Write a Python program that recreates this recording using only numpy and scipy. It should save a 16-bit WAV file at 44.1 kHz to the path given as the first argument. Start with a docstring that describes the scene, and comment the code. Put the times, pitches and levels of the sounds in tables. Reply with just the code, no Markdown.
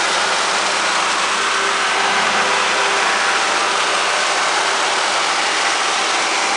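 """Yard, louvred steel enclosure: a six-cylinder diesel generator governed at 1800 rpm.
The microphone walks from the open engine bay, close past a steel door, towards the radiator.
Crank-locked sines make the drone, boom, fan tones, gear whine and panel tones; repeating noise bursts
make the block clatter; shaped noise makes fan rush and air hiss. A shrinking echo delay sweeps a
hollow notch up past the door, and a rising howl rings in the gap behind it."""
import sys
import numpy as np
from scipy import signal
from scipy.fft import rfft, irfft, next_fast_len
from scipy.io import wavfile
from scipy.ndimage import uniform_filter1d, map_coordinates

SR = 44100
rng = np.random.default_rng(int(sys.argv[2]) if len(sys.argv) > 2 else 0)


def store_wav(level_fs):
    """Save 16-bit WAV to argv[1]."""
    pcm = np.round(np.clip(np.atleast_2d(level_fs), -1, 1) * 32767)
    wavfile.write(sys.argv[1], SR, pcm.T.astype(np.int16))


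N = 289296
TIME_S = np.arange(N) / SR
CYCLE_HZ = 14.997  # one engine cycle = two crank turns


def crank(hunt):
    """Engine cycles elapsed; the governor holds the speed to within a tiny share."""
    return np.cumsum(CYCLE_HZ * (1 + hunt * wobble(3))) / SR


def engine(cycles):
    """Three radiators of one engine: firing drone, housing boom, block clatter."""
    return firing_drone(cycles) + housing_boom(cycles) + block_clatter(cycles)


# exhaust and housing lines: (multiple of engine cycle [-], level [dB])
DRONE_LINES = [(6, 0.5), (8, -12), (9, -10), (10, -20.5), (11, -10)]
# drone level: (at bay [dB], at radiator [dB], added at door [dB], added along side [dB])
DRONE_WALK = (-55, -61, 5.5, -.3)


def firing_drone(cycles):
    """Firing pulses repeat with the cycle, so their energy sits on its multiples."""
    return amp(along_walk(*DRONE_WALK)) * lines(cycles, DRONE_LINES, fade_db=.3, drift=.12, rate=2)


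# housing lines: (multiple of engine cycle [-], level [dB])
BOOM_LINES = [(12, -3), (14, -12.5), (15, -7), (16, -5.5), (18, -11.5), (20, -11), (21, -12), (24, -5)]
# enclosed air, noise spectrum: (frequency [Hz], level [dB per Hz])
CAVITY_SPECTRUM = [(70, -36.5), (130, -27), (190, 7), (230, 4.5), (290, -11), (450, -23), (1000, -52)]
# boom level: (at bay [dB], at radiator [dB], added at door [dB], added along side [dB])
BOOM_WALK = (-47, -54, 7.5, 0.1)
HOUSING_HZ = 206.2


def housing_boom(cycles):
    """Housing harmonics, one housing hum and noise in a low cavity band."""
    walls = lines(cycles, BOOM_LINES, fade_db=1.8, drift=.5, rate=2)
    hum = amp(-1.5) * lines(cycles * HOUSING_HZ / CYCLE_HZ, [(1, 0)], fade_db=1.5, drift=.3, rate=1.8)
    cavity = amp(-5.0) * noise(CAVITY_SPECTRUM)
    return amp(along_walk(*BOOM_WALK)) * (walls + hum + cavity)


# ringing block: (multiple of engine cycle [-], level [dB])
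BLOCK_LINES = [(34, -24.5), (50, -23.5), (52, -33), (73, -23.5), (74, -24), (79, -32), (84, -20.5),
               (88, -19.5), (92, -28), (112, -24.5), (150, -26)]
# rattle spectrum: (frequency [Hz], level [dB per Hz])
CLATTER_SPECTRUM = [(200, -43.5), (400, -7.5), (700, -8), (1000, -1), (1350, 0.5), (1550, -2), (1780, -4),
                    (2400, -3.5), (3000, -7.5), (4000, -14.5), (6000, -17.5), (10000, -29)]
# clatter level: (at bay [dB], at radiator [dB], added at door [dB], added along side [dB])
CLATTER_WALK = (-21, -21, -0.1, 3)


def block_clatter(cycles):
    """Firings rattle the block, which also rings at its harmonics."""
    rattle = knocks(cycles, repeat=0.53, spots_per_s=2.497, decay_s=0.0055, ring_floor=3.1)
    ring = lines(cycles, BLOCK_LINES, fade_db=4.5, drift=1.65, rate=2.525)
    waver_db = 0.46 * wobble(70)  # the clatter's level wavers slightly at random
    clatter = patchy(coloured(rattle, CLATTER_SPECTRUM), patchy_db=1.4) + amp(3.0) * ring
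    return amp(along_walk(*CLATTER_WALK) + waver_db) * clatter


# strength of each firing in turn: (level [dB])
CYLINDERS_DB = [1.1, -0.29, 1.2, -1, 0.89, -0.66]


def knocks(cycles, repeat, spots_per_s, decay_s, ring_floor):
    """Decaying firing bursts; part of the rattle repeats each cycle, its pattern changing spot to spot."""
    size, count = round(SR / CYCLE_HZ), len(CYLINDERS_DB)
    patterns = rng.standard_normal((64, size))
    spot, between = np.divmod(TIME_S * spots_per_s, 1)
    spot, place = spot.astype(int), (cycles % 1 * size).astype(int)
    # equal-power crossfade between spots
    leaving = np.cos(between * np.pi / 2) * patterns[spot, place]
    entering = np.sin(between * np.pi / 2) * patterns[spot + 1, place]
    share = np.clip(repeat, 0, 1)
    rattle = np.sqrt(share) * (leaving + entering) + np.sqrt(1 - share) * rng.standard_normal(N)
    firing, age = np.divmod(cycles * count, 1)
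    strength = amp(CYLINDERS_DB)[firing.astype(int) % count]
    age_s = age / (count * CYCLE_HZ)
    return rattle * (ring_floor + strength * np.exp(-age_s / decay_s))


# tone beams at 2, 3, 4, 5 x blade rate: (start [s], length [s], rise [dB])
HUM_BEAMS = [(1.3, 1.3, 6.5), (2.7, 0.36, 9.5), (3.05, 1.87, 4)]
THIRD_BEAMS = [(3.27, 2.3, 6.2)]
FOURTH_BEAMS = [(1.95, .35, 10.5), (2.85, .9, 8.6), (5.1, 1.6, 8.1)]
FIFTH_BEAMS = [(2.0, 1.25, 10.8), (3.25, .6, 6), (6.25, .5, 10)]
# weak tones that follow the rush: (multiple of blade rate [-], level [dB])
FAN_WEAK_LINES = [(1, -28.5), (6, -11.5)]
# rushing air: (frequency [Hz], level [dB per Hz])
RUSH_SPECTRUM = [(20, -41.5), (75, -41.5), (110, -24.5), (170, -19.5), (260, -13), (340, -5), (450, -5.5),
                 (560, -1), (800, 3.5), (1300, -5.5), (1800, -9), (4000, -27.5), (10000, -46.5)]
# rush level: (at bay [dB], at radiator [dB], added at door [dB], added along side [dB])
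RUSH_WALK = (-24, -24, -0.3, -0.2)
BLADE_HZ = 197.4
# levels where the enclosure screens the tones
HUM_DB, THIRD_DB, FOURTH_DB, FIFTH_DB = -40.5, -43.5, -40, -41.5


def fan(cycles):
    """Radiator fan: blade tones made unsteady by its own rushing air."""
    blades = cycles * BLADE_HZ / CYCLE_HZ
    tones = beaming(HUM_DB, HUM_BEAMS) * lines(blades, [(2, 0)], fade_db=2.7, drift=.25, rate=8)
    upper = (3, THIRD_DB, THIRD_BEAMS), (4, FOURTH_DB, FOURTH_BEAMS), (5, FIFTH_DB, FIFTH_BEAMS)
    for order, screened_db, beams in upper:
        tone = lines(blades, [(order, 0)], fade_db=2.5, drift=.75, rate=15)
        tones += beaming(screened_db, beams) * tone
    weak = lines(blades, FAN_WEAK_LINES, fade_db=3.5, drift=0.79, rate=8)
    rush = patchy(noise(RUSH_SPECTRUM), patchy_db=1.3) + weak
    return tones + amp(along_walk(*RUSH_WALK)) * rush


# intake air: (frequency [Hz], level [dB per Hz])
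HISS_SPECTRUM = [(800, -30.5), (2000, -1), (3000, 3), (4200, 2), (5000, 0), (6100, 0), (7000, -3.5),
                 (8500, -5), (10000, -11.5)]
# intake level: (at bay [dB], at radiator [dB], added at door [dB], added along side [dB])
HISS_WALK = (-23, -23.5, 0, -3.5)
# door across the line of sight: (start [s], attack [s], hold [s], release [s])
DOOR_SHADOW = (1.6, .35, .3, .2)
# air through the radiator core: (frequency [Hz], level [dB per Hz])
CORE_SPECTRUM = [(3000, -28), (4600, -7), (5700, -2), (6500, -6), (9000, -26)]
SHADOW_DB = -1
CORE_DB, CORE_START_S, CORE_RISE_S = -35, 5.4, .2


def hiss():
    """Intake air, a plain steady hiss, door-shaded; core air, heard once the grille is in view."""
    unevenness_db = 0.41 * wobble(25) + 1.1 * wobble(150)  # small random level change
    shade_db = SHADOW_DB * swell(*DOOR_SHADOW)
    intake_gain = amp(along_walk(*HISS_WALK) + shade_db + unevenness_db)
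    intake = intake_gain * patchy(noise(HISS_SPECTRUM), patchy_db=1.0)
    in_view = np.clip((TIME_S - CORE_START_S) / CORE_RISE_S, 0, 1)
    return intake + amp(CORE_DB) * in_view * noise(CORE_SPECTRUM)


# howl envelope: (start [s], attack [s], hold [s], release [s])
GAP_HOWL = (.92, .2, .62, .18)
# gap modes: (ratio to lowest [-], width [Hz], level [dB])
GAP_MODES = [(1, 109, -0.5), (1.56, 199, -6)]
GAP_DB, GAP_START_HZ, GAP_RISE_HZ_PER_S = -28, 996, 360


def door_gap():
    """The roar rings in the gap behind the door, rising in pitch as the gap narrows."""
    pitch_hz = GAP_START_HZ + GAP_RISE_HZ_PER_S * (TIME_S - GAP_HOWL[0])
    phase = 2 * np.pi * np.cumsum(pitch_hz) / SR
    howl = np.zeros(N)
    for ratio, width_hz, db in GAP_MODES:
        surge = filtered(rng.standard_normal(N), lambda hz: 1 / (1 + (hz / width_hz) ** 2) ** 2)
        howl += amp(db) * unit(surge * np.sin(ratio * phase + 2 * wobble(60)))
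    return amp(GAP_DB) * swell(*GAP_HOWL) * howl


# gear tone beams: (start [s], length [s], rise [dB])
WHINE_BEAMS = [(1.38, 1, 6.4), (2.68, 1.95, 7.9), (5.52, 0.21, 6)]
GEAR_HZ, WHINE_DB = 1533.3, -38  # level where screened


def gears(cycles):
    """Gear train: a thin whine at a fixed ratio to the crank."""
    whine = lines(cycles * GEAR_HZ / CYCLE_HZ, [(1, 0)], fade_db=2.0, drift=0.96, rate=10)
    return beaming(WHINE_DB, WHINE_BEAMS) * whine


# wall level: (at bay [dB], at radiator [dB], added at door [dB], added along side [dB])
WALL_WALK = (-43, -44.5, -13, -1)
# panel tone beams: (start [s], length [s], rise [dB])
LOW_PANEL_BEAMS = [(1.1, 0.72, 11)]
HIGH_PANEL_BEAMS = [(0, 1.25, 8.7)]
WALL_ORDER, LOW_PANEL_ORDER, HIGH_PANEL_ORDER = 22, 75, 96  # multiples of engine cycle
LOW_PANEL_DB, HIGH_PANEL_DB = -46.5, -42  # where screened


def panels(cycles):
    """A wall and two steel panels sing at the engine harmonic nearest their resonance."""
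    def sing(order):
        return lines(cycles, [(order, 0)], fade_db=4, drift=0.83, rate=7)

    wall_tone = lines(cycles, [(WALL_ORDER, 0)], fade_db=0.5, drift=.4, rate=2.98)
    wall = amp(along_walk(*WALL_WALK)) * wall_tone
    low = beaming(LOW_PANEL_DB, LOW_PANEL_BEAMS) * sing(LOW_PANEL_ORDER)
    high = beaming(HIGH_PANEL_DB, HIGH_PANEL_BEAMS) * sing(HIGH_PANEL_ORDER)
    return wall + low + high


# echo envelope: (start [s], attack [s], hold [s], release [s])
DOOR_ECHO = (.2, 1.15, .47, .12)
DOOR_PATH_M, DOOR_NEARS_M_PER_S = .375, .086  # extra echo path at 0 s, and its shrinkage
DOOR_SHARE = .6  # peak echo feed, before filtering, per direct sound
SOUND_SPEED_M_PER_S = 343


def past_door(x, blur_hz, bend_hz):
    """The door's echo comes ever sooner as it nears, sweeping a hollow notch upward."""
    path_m = DOOR_PATH_M - DOOR_NEARS_M_PER_S * TIME_S
    share = DOOR_SHARE * swell(*DOOR_ECHO)

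    def reflection(hz):
        # bass bends round the door; its louvres scatter the treble
        return hz ** 4 / (hz ** 4 + bend_hz ** 4) / (1 + (hz / blur_hz) ** 4)

    delay = path_m / SOUND_SPEED_M_PER_S * SR
    echo = np.interp(np.arange(N) - delay, np.arange(N), filtered(x, reflection))
    return (x + share * echo) / np.sqrt(1 + share ** 2 / 2)


def patchy(x, patchy_db, size=(5, 50)):
    """Shifting reflections between steel walls lift and sink patches (bins, frames) of the spectrum."""
    z = signal.stft(x, nperseg=1024)[2]
    field = uniform_filter1d(rng.standard_normal(z.shape), size[0], 0)
    field = uniform_filter1d(field, size[1], 1)
    return signal.istft(z * amp(patchy_db * unit(field)), nperseg=1024)[1][:N]


# microphone close to the door, then the louvred side: (time [s], half-width [s])
DOOR_PASS = (2.28, .26)
SIDE_PASS = (2.6, .95)
# turn from side to radiator end: (halfway [s], spread [s])
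TURN = (4.15, .7)


def along_walk(bay_db, radiator_db, door_db, side_db):
    """Level in dB: glides from bay to radiator, swelled or shaded by door and side."""
    def near(when_s, width_s):
        return np.exp(-((TIME_S - when_s) / width_s) ** 2)

    turned = .5 + .5 * np.tanh((TIME_S - TURN[0]) / TURN[1])
    glide_db = bay_db + (radiator_db - bay_db) * turned
    return glide_db + door_db * near(*DOOR_PASS) + side_db * near(*SIDE_PASS)


BEAM_EDGE_S = .16  # time to cross a beam's edge


def beaming(screened_db, beams):
    """A tone's gain: it rises while the microphone is in one of its beams."""
    rise_db = 0
    for start, length, db in beams:
        hold = max(length - BEAM_EDGE_S, 0)
        rise_db = rise_db + db * swell(start - BEAM_EDGE_S / 2, BEAM_EDGE_S, hold, BEAM_EDGE_S)
    return amp(screened_db + rise_db)


def swell(start, attack, hold, release):
    """An envelope that rises to 1, holds and falls; times in s."""
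    return np.interp(TIME_S, np.cumsum([start, attack, hold, release]), [0, 1, 1, 0])


def lines(turns, orders, fade_db, drift, rate):
    """Harmonics of a rotation; each swells and shifts on its own as the sound paths change."""
    out = np.zeros(N)
    for order, db in orders:
        phase = 2 * np.pi * (round(order) * turns + rng.random()) + drift * wobble(rate)
        out += amp(db) * unit(amp(fade_db * wobble(rate)) * np.sin(phase))
    return out


def noise(spectrum):
    """Turbulence with the given spectrum."""
    return coloured(rng.standard_normal(N), spectrum)


def coloured(x, spectrum):
    """x shaped by (Hz, dB) points on a log axis, at rms 1."""
    f, db = np.transpose(spectrum)
    return unit(filtered(x, lambda hz: amp(np.interp(np.log(hz + 1), np.log(f), db))))


def filtered(x, response):
    """x times a response of frequency."""
    m = next_fast_len(N + SR // 2)
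    return irfft(rfft(x, m) * response(np.fft.rfftfreq(m, 1 / SR)), m)[:N]


def wobble(rate):
    """A smooth random curve, rate knots a second."""
    knots = rng.standard_normal(512)
    return map_coordinates(knots, [np.arange(N) * rate / SR], mode="mirror")


def amp(db):
    """Decibels to gain."""
    return 10 ** (np.asarray(db) / 20)


def unit(x):
    """Scale to rms 1."""
    return x / np.sqrt(np.mean(x ** 2) + 1e-20)


def scene():
    """One crank drives every rotating source; a single microphone feeds both channels."""
    cycles = crank(hunt=.0004)
    roar = past_door(engine(cycles) + fan(cycles) + hiss(), blur_hz=1080, bend_hz=480)
    machine = roar + door_gap() + gears(cycles) + panels(cycles)
    return np.array([machine, machine])


TOP_HZ = 10150


def record(dry):
    """Band limit: each channel keeps only what lies below TOP_HZ."""
    return np.array([filtered(channel, lambda hz: hz < TOP_HZ) for channel in dry])


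dry = scene()
out = record(dry)
store_wav(out)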